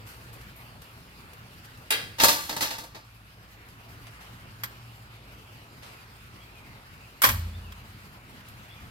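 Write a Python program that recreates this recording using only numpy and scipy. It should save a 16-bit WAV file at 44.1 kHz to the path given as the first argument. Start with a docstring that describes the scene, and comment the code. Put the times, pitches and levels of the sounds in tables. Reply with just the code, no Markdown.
"""Tent poles and a wooden stand in a yard

A man carries metal tent poles across a grassy yard and drops them on a pile, where they clatter and settle;
he then shifts a wooden stand and knocks it down against the metal, which clinks and booms like a large panel.
Blows are shaped noise plus decaying sines, the boom is wobbling low sines, and scuffs are grainy noise.
Behind: air as drifting noise, a distant motor as narrow noise lines, a faint bird as gliding sines with echo."""
import sys
import numpy as np
from scipy import signal
from scipy.fft import rfft, irfft, next_fast_len
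from scipy.io import wavfile
from scipy.ndimage import uniform_filter1d

SR = 44100
rng = np.random.default_rng(int(sys.argv[2]) if len(sys.argv) > 2 else 0)


def transcribe(u):
    """Save the signal u as a 16-bit wav file named by the first command-line argument.

    u: samples, shape (n,) or (channels, n), limited to [-1, 1]; the rate is SR.
    q: integer samples, one column per channel.
    """
    v = np.clip(np.atleast_2d(u).T, -1, 1)
    q = np.round(v * 32767).astype(np.int16)
    wavfile.write(sys.argv[1], SR, q)


N = 392798


def amp(db):
    """Decibels to gain."""
    return 10 ** (np.asarray(db) / 20)


def evened(x):
    """Scales to rms 1."""
    return x / np.sqrt(np.mean(x ** 2) + 1e-20)


def read(points, hz):
    """Reads a spectrum on a log-frequency axis."""
    f, value = np.transpose(points)
    return np.interp(np.log(hz + 1), np.log(f + 1), value)


def swell(points):
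    """A level curve as a gain for every sample."""
    return amp(np.interp(np.arange(N) / SR, *np.transpose(points)))


def add(mix, s, sound):
    """Adds a stereo sound at time s."""
    part = mix[:, max(round(s * SR), 0):][:, :sound.shape[1]]
    part += sound[:, :part.shape[1]]


def envelope(t, rise, t60):
    """A straight rise, then an exponential decay."""
    return np.minimum(t / rise, 1) * amp(-60 * np.maximum(t - rise, 0) / t60)


def pair(z, likeness):
    """Makes two unrelated spectra partly alike, as left and right."""
    c = np.clip(likeness, -1, 1)
    return np.array([z[0], c * z[0] + np.sqrt(1 - c ** 2) * z[1]])


# Relative colour of the air. Each row: frequency in Hz, level in dB per Hz.
AIR_COLOUR = [(20, -27), (43, -9.5), (81, -5.5), (110, -1), (142, -12), (204, -11), (280, -16.5),
              (540, -20), (1330, -16), (1760, -19.5), (2750, -19.5), (3400, -25.5), (4900, -26),
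              (5900, -33), (9000, -34.5), (13900, -32), (16000, -42)]
# Slow level of the air. Each row: time in seconds, gain in dB.
AIR_LEVEL = [(0, -0.5), (2.1, -1), (3, -5.5), (4.1, 0), (5, -1.5), (8.9, -0.74)]
# How alike left and right are. Each row: frequency in Hz, likeness (1 = the same).
AIR_LIKENESS = [(60, 0.86), (130, 0.98), (290, 0.98), (640, 0.79), (1300, 0.44), (2200, 0.12),
                (4000, 0.056), (15000, 0.083)]
AIR_DB = -48  # rms before the swell


def air(patch_db=1.84, flicker_db=2.0, lead_s=0.00028):
    """Far traffic and leaves: noise with drifting patches and a treble that flickers."""
    frames, hz = N // 256 + 5, np.fft.rfftfreq(1024, 1 / SR)
    a, b, c, d, patches = rng.standard_normal((5, frames, len(hz)))
    patches = uniform_filter1d(patches, size=14, axis=0)  # smooth in time
    patches = evened(uniform_filter1d(patches, size=12, axis=1))  # smooth in frequency
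    flicker = evened(uniform_filter1d(rng.standard_normal(frames), size=5))
    treble_flicker = flicker[:, None] * hz / (hz + 4000)
    tone_db = read(AIR_COLOUR, hz) + patch_db * patches + flicker_db * treble_flicker
    spectra = pair([a + 1j * b, c + 1j * d], read(AIR_LIKENESS, hz)) * amp(tone_db)
    spectra[0] *= np.exp(2j * np.pi * hz * lead_s)  # the far sound reaches the left side first
    noise = signal.istft(spectra.swapaxes(1, 2), nperseg=1024, noverlap=768)[1][:, :N]
    noise = signal.sosfilt(signal.butter(2, 42, "high", fs=SR, output="sos"), noise)
    return amp(AIR_DB) * evened(noise) * swell(AIR_LEVEL)


# Low motor lines. Each row: centre in Hz, width in Hz, level in dB before the swell.
DRONE_LINES = [(56.3, 3.1, -61), (111.6, 16.6, -55.5), (116.6, 5.3, -61.5)]
# Slow level of the motor. Each row: time in seconds, gain in dB.
DRONE_LEVEL = [(0, 6), (.7, -1.5), (3, -2.5), (4.3, 4), (6, -2.5), (8.9, -2)]


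def drone():
    """A distant motor: noise narrowed to low lines, which waver by themselves."""
    size = next_fast_len(N, True)
    hz = np.fft.rfftfreq(size, 1 / SR)
    lines = np.zeros(size)
    for centre_hz, width_hz, db in DRONE_LINES:
        resonance = 1 / (1 + (2 * (hz - centre_hz) / width_hz) ** 2)
        lines += amp(db) * evened(irfft(rfft(rng.standard_normal(size)) * resonance, size))
    return lines[:N] * swell(DRONE_LEVEL)


# Bird notes, slurred down from the top pitch or lifted slightly up to it.
# Each row: start in seconds, top pitch in Hz before waver, level in dB before the direct and echo gains,
# direction (+1 up, -1 down).
BIRD_NOTES = [(5.92, 2870, -58, -1), (6.386, 3460, -56, 1), (6.52, 2825, -54, -1), (6.98, 2910, -58, -1),
              (7.516, 3670, -54, 1), (7.61, 3070, -55.5, -1), (8.685, 3650, -51.5, 1),
              (8.72, 2810, -57, -1)]
UP_NOTE_S, UP_HZ_PER_S, DOWN_NOTE_S, DOWN_HZ_PER_S = 0.073, 4100, 0.12, 6000


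def bird(waver=0.022, echo_t60=0.63, direct_db=-6, echo_db=-8):
    """Faint gliding whistles, smeared by the trees: sines plus a decaying noise echo."""
    notes = np.zeros((2, N))
    for s, top_hz, db, way in BIRD_NOTES:
        if way > 0:
            length_s = UP_NOTE_S
            start_hz, end_hz = top_hz - UP_HZ_PER_S * length_s, top_hz
        else:
            length_s = DOWN_NOTE_S
            start_hz, end_hz = top_hz, top_hz - DOWN_HZ_PER_S * length_s
        size = int(length_s * SR)
        wander = evened(uniform_filter1d(rng.standard_normal(SR), 200))[:size]
        hz = np.linspace(start_hz, end_hz, size) * (1 + waver * wander)
        whistle = np.hanning(size) * np.sin(2 * np.pi * np.cumsum(hz) / SR)
        add(notes, s, np.tile(amp(db) * evened(whistle), (2, 1)))
    trees = rng.standard_normal((2, SR)) * envelope(np.arange(SR) / SR, 0.0058, echo_t60)
    echo = signal.fftconvolve(notes, trees / np.linalg.norm(trees[0]), axes=1)[:, :N]
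    return amp(direct_db) * notes + amp(echo_db) * echo


# Stretches in which he walks and handles things. Each row: start in seconds, end in seconds.
BUSY_STRETCHES = [(0, 1.8), (3.4, 4.3)]
RUSTLES_PER_S, RUSTLE_DB, RUSTLE_SPREAD_DB = 3, -55, 5.5
RUSTLE_T60, RUSTLE_TREBLE_DB = 0.15, 3  # seconds; dB at 8 kHz


def rustles():
    """Faint scuffs scattered through the busy stretches, one at a random moment in each time slot."""
    rows = []
    for start, end in BUSY_STRETCHES:
        for slot in np.arange(start, end, 1 / RUSTLES_PER_S):
            s = slot + rng.random() / RUSTLES_PER_S
            db = RUSTLE_DB + RUSTLE_SPREAD_DB * rng.standard_normal()
            rows.append((s, db, RUSTLE_T60, RUSTLE_TREBLE_DB))
    return rows


# Scuffs in grass and small handling ticks.
# Each row: start in seconds, level in dB before the envelope, decay t60 in seconds, treble tilt in dB at 8 kHz.
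GRASS_SCUFFS = [(.06, -48, 0.63, 5), (.326, -49.5, 0.24, 7), (.555, -53, 0.4, 17), (.816, -46.5, 0.13, 3),
                (1.332, -47.5, 0.06, 5), (4.067, -44, 0.096, -6), (4.2, -49.5, .5, -3),
                (5.819, -45.5, .6, -6), (8.485, -49, 0.11, 8)]
# Relative colour of the scuffs. Each row: frequency in Hz, level in dB per Hz.
GRASS_COLOUR = [(100, -13), (500, 16), (4000, 13.5), (7000, 7.5), (14000, 9.5), (16000, -17)]
SCUFF_RISE_SHARE = 0.024  # rise time as a share of the decay time


def scuffs(grain_db=4):
    """Short bursts of crisp grains: noise with random spikes in level, coloured and decaying."""
    t, hz, out = np.arange(SR) / SR, np.fft.rfftfreq(SR, 1 / SR), np.zeros((2, N))
    for s, db, t60, treble_db in list(GRASS_SCUFFS) + rustles():
        spikes = amp(grain_db * np.minimum(rng.exponential(1, SR), 5))
        grains = rng.standard_normal((2, SR)) * spikes
        tone_db = read(GRASS_COLOUR, hz) + treble_db * hz / 8000
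        burst = evened(irfft(rfft(grains) * amp(tone_db)))
        add(out, s, amp(db) * burst * envelope(t, SCUFF_RISE_SHARE * t60, t60))
    return out


MEDIUM_BLOW_DB = -22
RISE_HALVES_DB = 22  # a blow this much harder rises twice as fast


def struck(rows, rise_s, crash_t60, ring_db, decay_per_db, decay_per_bass_db, ring_per_db):
    """Force sets each blow's rise and ring; force and bass stretch (+) or shorten (-) its decay."""
    s, db, bass_db, treble_db = np.transpose(rows)
    force = db - MEDIUM_BLOW_DB
    rise = rise_s * 0.5 ** (force / RISE_HALVES_DB)
    t60 = crash_t60 * np.exp(decay_per_db * force + decay_per_bass_db * bass_db)
    return np.transpose([s, db, bass_db, treble_db, rise, t60, ring_db + ring_per_db * force])


def clank(blows, modes, colour, tail_db, tail_t60, grit_db, body_db,
          likeness=0.32, lag_s=0.0002316, spacing_hz=28, width_hz=45):
    """Each blow sets off a gritty crash of chattering contacts, a ring of crowded weak modes and a few clear ones."""
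    t, hz, out = np.arange(SR) / SR, np.fft.rfftfreq(SR, 1 / SR), np.zeros((2, N))
    delay = np.exp(2j * np.pi * hz * np.array([[-lag_s], [0]]))  # the sound reaches the right side first
    alike = likeness + (1 - likeness) / (1 + (hz / 500) ** 2)  # long waves reach both sides alike
    crowd = (rng.random(len(hz)) < 1 / spacing_hz) * amp(read(colour, hz))
    crowd = crowd / np.hypot(1, hz / 6500) * hz / np.hypot(hz, 400)  # softer at both ends
    # the chatter passes through the same body, so it gathers round the modes
    peaks = np.max([1 / (1 + (2 * (hz - f) / (width_hz + f / 100)) ** 2) for f, _, _ in modes], axis=0)
    unevenness_db = 2 * evened(uniform_filter1d(rng.standard_normal(len(hz)), size=70))
    body_colour_db = read(colour, hz) + body_db * peaks + unevenness_db
    for s, db, bass_db, treble_db, rise, t60, ring_db in blows:
        bass_tilt_db = bass_db / (1 + (hz / 1000) ** 4)
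        treble_tilt_db = treble_db / (1 + (6000 / (hz + 1)) ** 6)
        tone = amp(body_colour_db + bass_tilt_db + treble_tilt_db)
        # the chatter jumps in level every 40 samples
        grit = amp(grit_db * np.repeat(rng.standard_normal(SR // 40 + 1), 40)[:SR].clip(-2, 2))
        chatter = rng.standard_normal((2, SR)) * grit
        crash = evened(irfft(pair(rfft(chatter), alike) * delay * tone))
        shimmer = evened(irfft(pair(rfft(rng.standard_normal((2, SR))), alike) * delay * crowd))
        ring = np.zeros((2, SR))
        for f, mode_db, mode_t60 in modes:
            # each blow draws every mode's phase, strength, left-right skew and slight detuning at random,
            # so no two ring alike
            turn, size, skew, detune = rng.standard_normal(4)
            side_turns = np.array([[0.1 * skew - f * lag_s], [0]])
            phase = 2 * np.pi * (f * (1 + 0.00274 * detune) * t + turn + side_turns)
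            ring += amp(mode_db + 2 * size) * envelope(t, rise, mode_t60) * np.sin(phase)
        body = crash * envelope(t, rise, t60)
        body += amp(tail_db) * shimmer * envelope(t, 0.012, tail_t60)
        add(out, s, amp(db) * (body + amp(ring_db) * ring / np.sqrt(len(modes) / 2)))
    return out


# Modes of the booming panel.
# Each row: frequency in Hz, level in dB before the wobble, rise in seconds, decay t60 in seconds.
PANEL_MODES = [(54, -34, .04, 1.94), (69, -43, 0.071, 0.5), (84, -26.5, 0.11, 1.07),
               (93.5, -42.5, 0.066, 2.5), (107, -30, 0.015, 0.65), (151, -43, 0.025, 1.1),
               (187.5, -50, 0.064, 3.1), (216.5, -50, .05, 2.8), (236, -44.5, 0.046, 0.51),
               (286, -43.5, .01, 0.18)]
BOOM_S = 7.262


def boom(flutter=0.19):
    """A large loose panel takes up the knock slowly and wobbles as it dies."""
    t, out = np.arange(2 * SR) / SR, np.zeros((2, N))
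    for hz, db, rise, t60 in PANEL_MODES:
        wobble = evened(irfft(rfft(rng.standard_normal(len(t)))[:40], len(t)))  # noise below 20 Hz
        tone = envelope(t, rise, t60) * (1 + flutter * wobble) * np.sin(2 * np.pi * hz * t)
        add(out, BOOM_S, np.tile(amp(db) * tone, (2, 1)))
    return out


# Blows of the stand. Each row: start in seconds, force as level in dB, bass tilt in dB, treble tilt in dB.
STAND_HITS = [(4.634, -26, -2.5, 3), (7.218, -17.5, 1, 9.5), (7.234, -13.5, 1.5, 0.5), (7.244, -16, 3, 4.5),
              (7.265, -25, 11, 9), (7.288, -19, -2, 1.5), (7.72, -40, -6, -4)]
# Clear modes. Each row: frequency in Hz before detuning, relative level in dB, decay t60 in seconds.
STAND_RING = [(555, -10, .22), (1028, 2, .22), (1140, 0, .25), (1600, 1, .25), (1810, 0, .22),
              (1884, -4, .24), (2272, -7, .28), (3280, -9, .15), (4620, -9, .22), (5480, -10, .18),
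              (12830, -2, .22), (13400, -5, .2), (13698, -3, .2), (13757, -3, .28)]
# Relative colour of the crash. Each row: frequency in Hz, level in dB per Hz.
STAND_CRASH = [(80, -14), (400, -9), (700, -5.5), (1050, 4), (1800, 3), (2600, 0), (5200, -3), (7000, -8),
               (10500, -7.5), (13300, -5), (16000, -11.5)]


def stand():
    """The wooden stand shifts and knocks the metal; harder blows crash longer and ring more."""
    blows = struck(STAND_HITS, rise_s=0.0028, crash_t60=0.11, ring_db=-11.5,
                   decay_per_db=0.0332, decay_per_bass_db=0.11, ring_per_db=0.6)
    return clank(blows, STAND_RING, STAND_CRASH, tail_db=-23.5, tail_t60=0.72,
                 grit_db=4.0, body_db=7, spacing_hz=12)


# Blows on the carried pole. Each row: start in seconds, force as level in dB, bass tilt in dB, treble tilt in dB.
POLE_HITS = [(1.905, -18.5, -1.5, 1), (1.921, -23, -4, -13), (1.972, -38, 6, -7)]
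# Clear modes. Each row: frequency in Hz before detuning, relative level in dB, decay t60 in seconds.
POLE_RING = [(458, -13, .6), (883, -4, .35), (1163, -12, .35), (1640, -4, .5), (2010, -3, .3),
             (2396, -2, .27), (2760, 0, .3), (3214, -4, .24), (3800, -2, .22), (3910, -4, .2),
             (4727, -9, .35), (4925, -10, .18)]
# Relative colour of the crash. Each row: frequency in Hz, level in dB per Hz.
POLE_CRASH = [(80, -39), (220, -8.5), (600, -1.5), (1100, -4.5), (1700, 1.5), (4300, -0.5), (6000, -5),
              (11500, -0.5), (16000, -8)]


def pole():
    """The carried pole is struck; harder blows crash shorter and ring more."""
    blows = struck(POLE_HITS, rise_s=0.0016, crash_t60=0.2, ring_db=-6.5,
                   decay_per_db=-0.12, decay_per_bass_db=-0.12, ring_per_db=0.4)
    return clank(blows, POLE_RING, POLE_CRASH, tail_db=-23.0, tail_t60=0.46, grit_db=1.0, body_db=7.5)


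# Blows on the pile. Each row: start in seconds, force as level in dB, bass tilt in dB, treble tilt in dB.
PILE_HITS = [(2.183, -32, -1, -4), (2.198, -18.5, -4, -6.5), (2.215, -23, -15, 6), (2.2345, -10, 7, 6),
             (2.241, -13.5, 1.5, 5), (2.282, -15, -3, 3), (2.294, -34, 23, 1), (2.379, -39.5, -4, -8),
             (2.492, -27.5, 3.5, -1.5), (2.525, -35, 8, 0), (2.563, -29, 3.5, 0), (2.606, -24, -5, 0),
             (2.62, -25, -1, -4), (2.704, -31.5, -1.5, -4.5), (2.781, -36, 6, 3), (2.834, -42, 10, 5),
             (2.945, -39.5, 7.5, -6)]
# Clear modes. Each row: frequency in Hz before detuning, relative level in dB, decay t60 in seconds.
PILE_RING = [(301, -7, .35), (533, -14, .5), (585, -5, .3), (880, -6, .5), (914, 2, .28), (1168, -10, .8),
             (1597, -8, .55), (1990, -9, .55), (2690, -8, .35), (3290, -12, .45), (3490, -15, .6),
             (3800, -7, .35), (4172, -13, .6), (4264, -9, .6), (4650, 0, .3), (4978, -5, .35),
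             (5227, -12, .55)]
# Relative colour of the crash. Each row: frequency in Hz, level in dB per Hz.
PILE_CRASH = [(60, -6.5), (230, 0.5), (550, 2), (900, 4.5), (1400, 2.5), (3100, 1), (4700, 1.5), (6300, 0),
              (9000, -5.5), (12500, -0.5), (16000, -11)]


def pile():
    """Poles clatter and settle on the pile; harder blows crash shorter and ring slightly less."""
    blows = struck(PILE_HITS, rise_s=0.0027, crash_t60=0.24, ring_db=-6.0,
                   decay_per_db=-0.0262, decay_per_bass_db=-0.0775, ring_per_db=-0.11)
    return clank(blows, PILE_RING, PILE_CRASH, tail_db=-21.5, tail_t60=0.76, grit_db=1.5, body_db=4.0)


def scene():
    """Poles, pile and stand over the quiet yard."""
    background = air() + drone() + bird()
    return background + scuffs() + boom() + stand() + pole() + pile()


EDGE_HZ = 16100


def record(dry):
    """Full-scale clipping and the band limit."""
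    lowpass = signal.firwin(511, EDGE_HZ, window=("kaiser", 9), fs=SR)
    return signal.oaconvolve(np.clip(dry, -1, 1), lowpass[None], "same")


dry = scene()
out = record(dry)
transcribe(out)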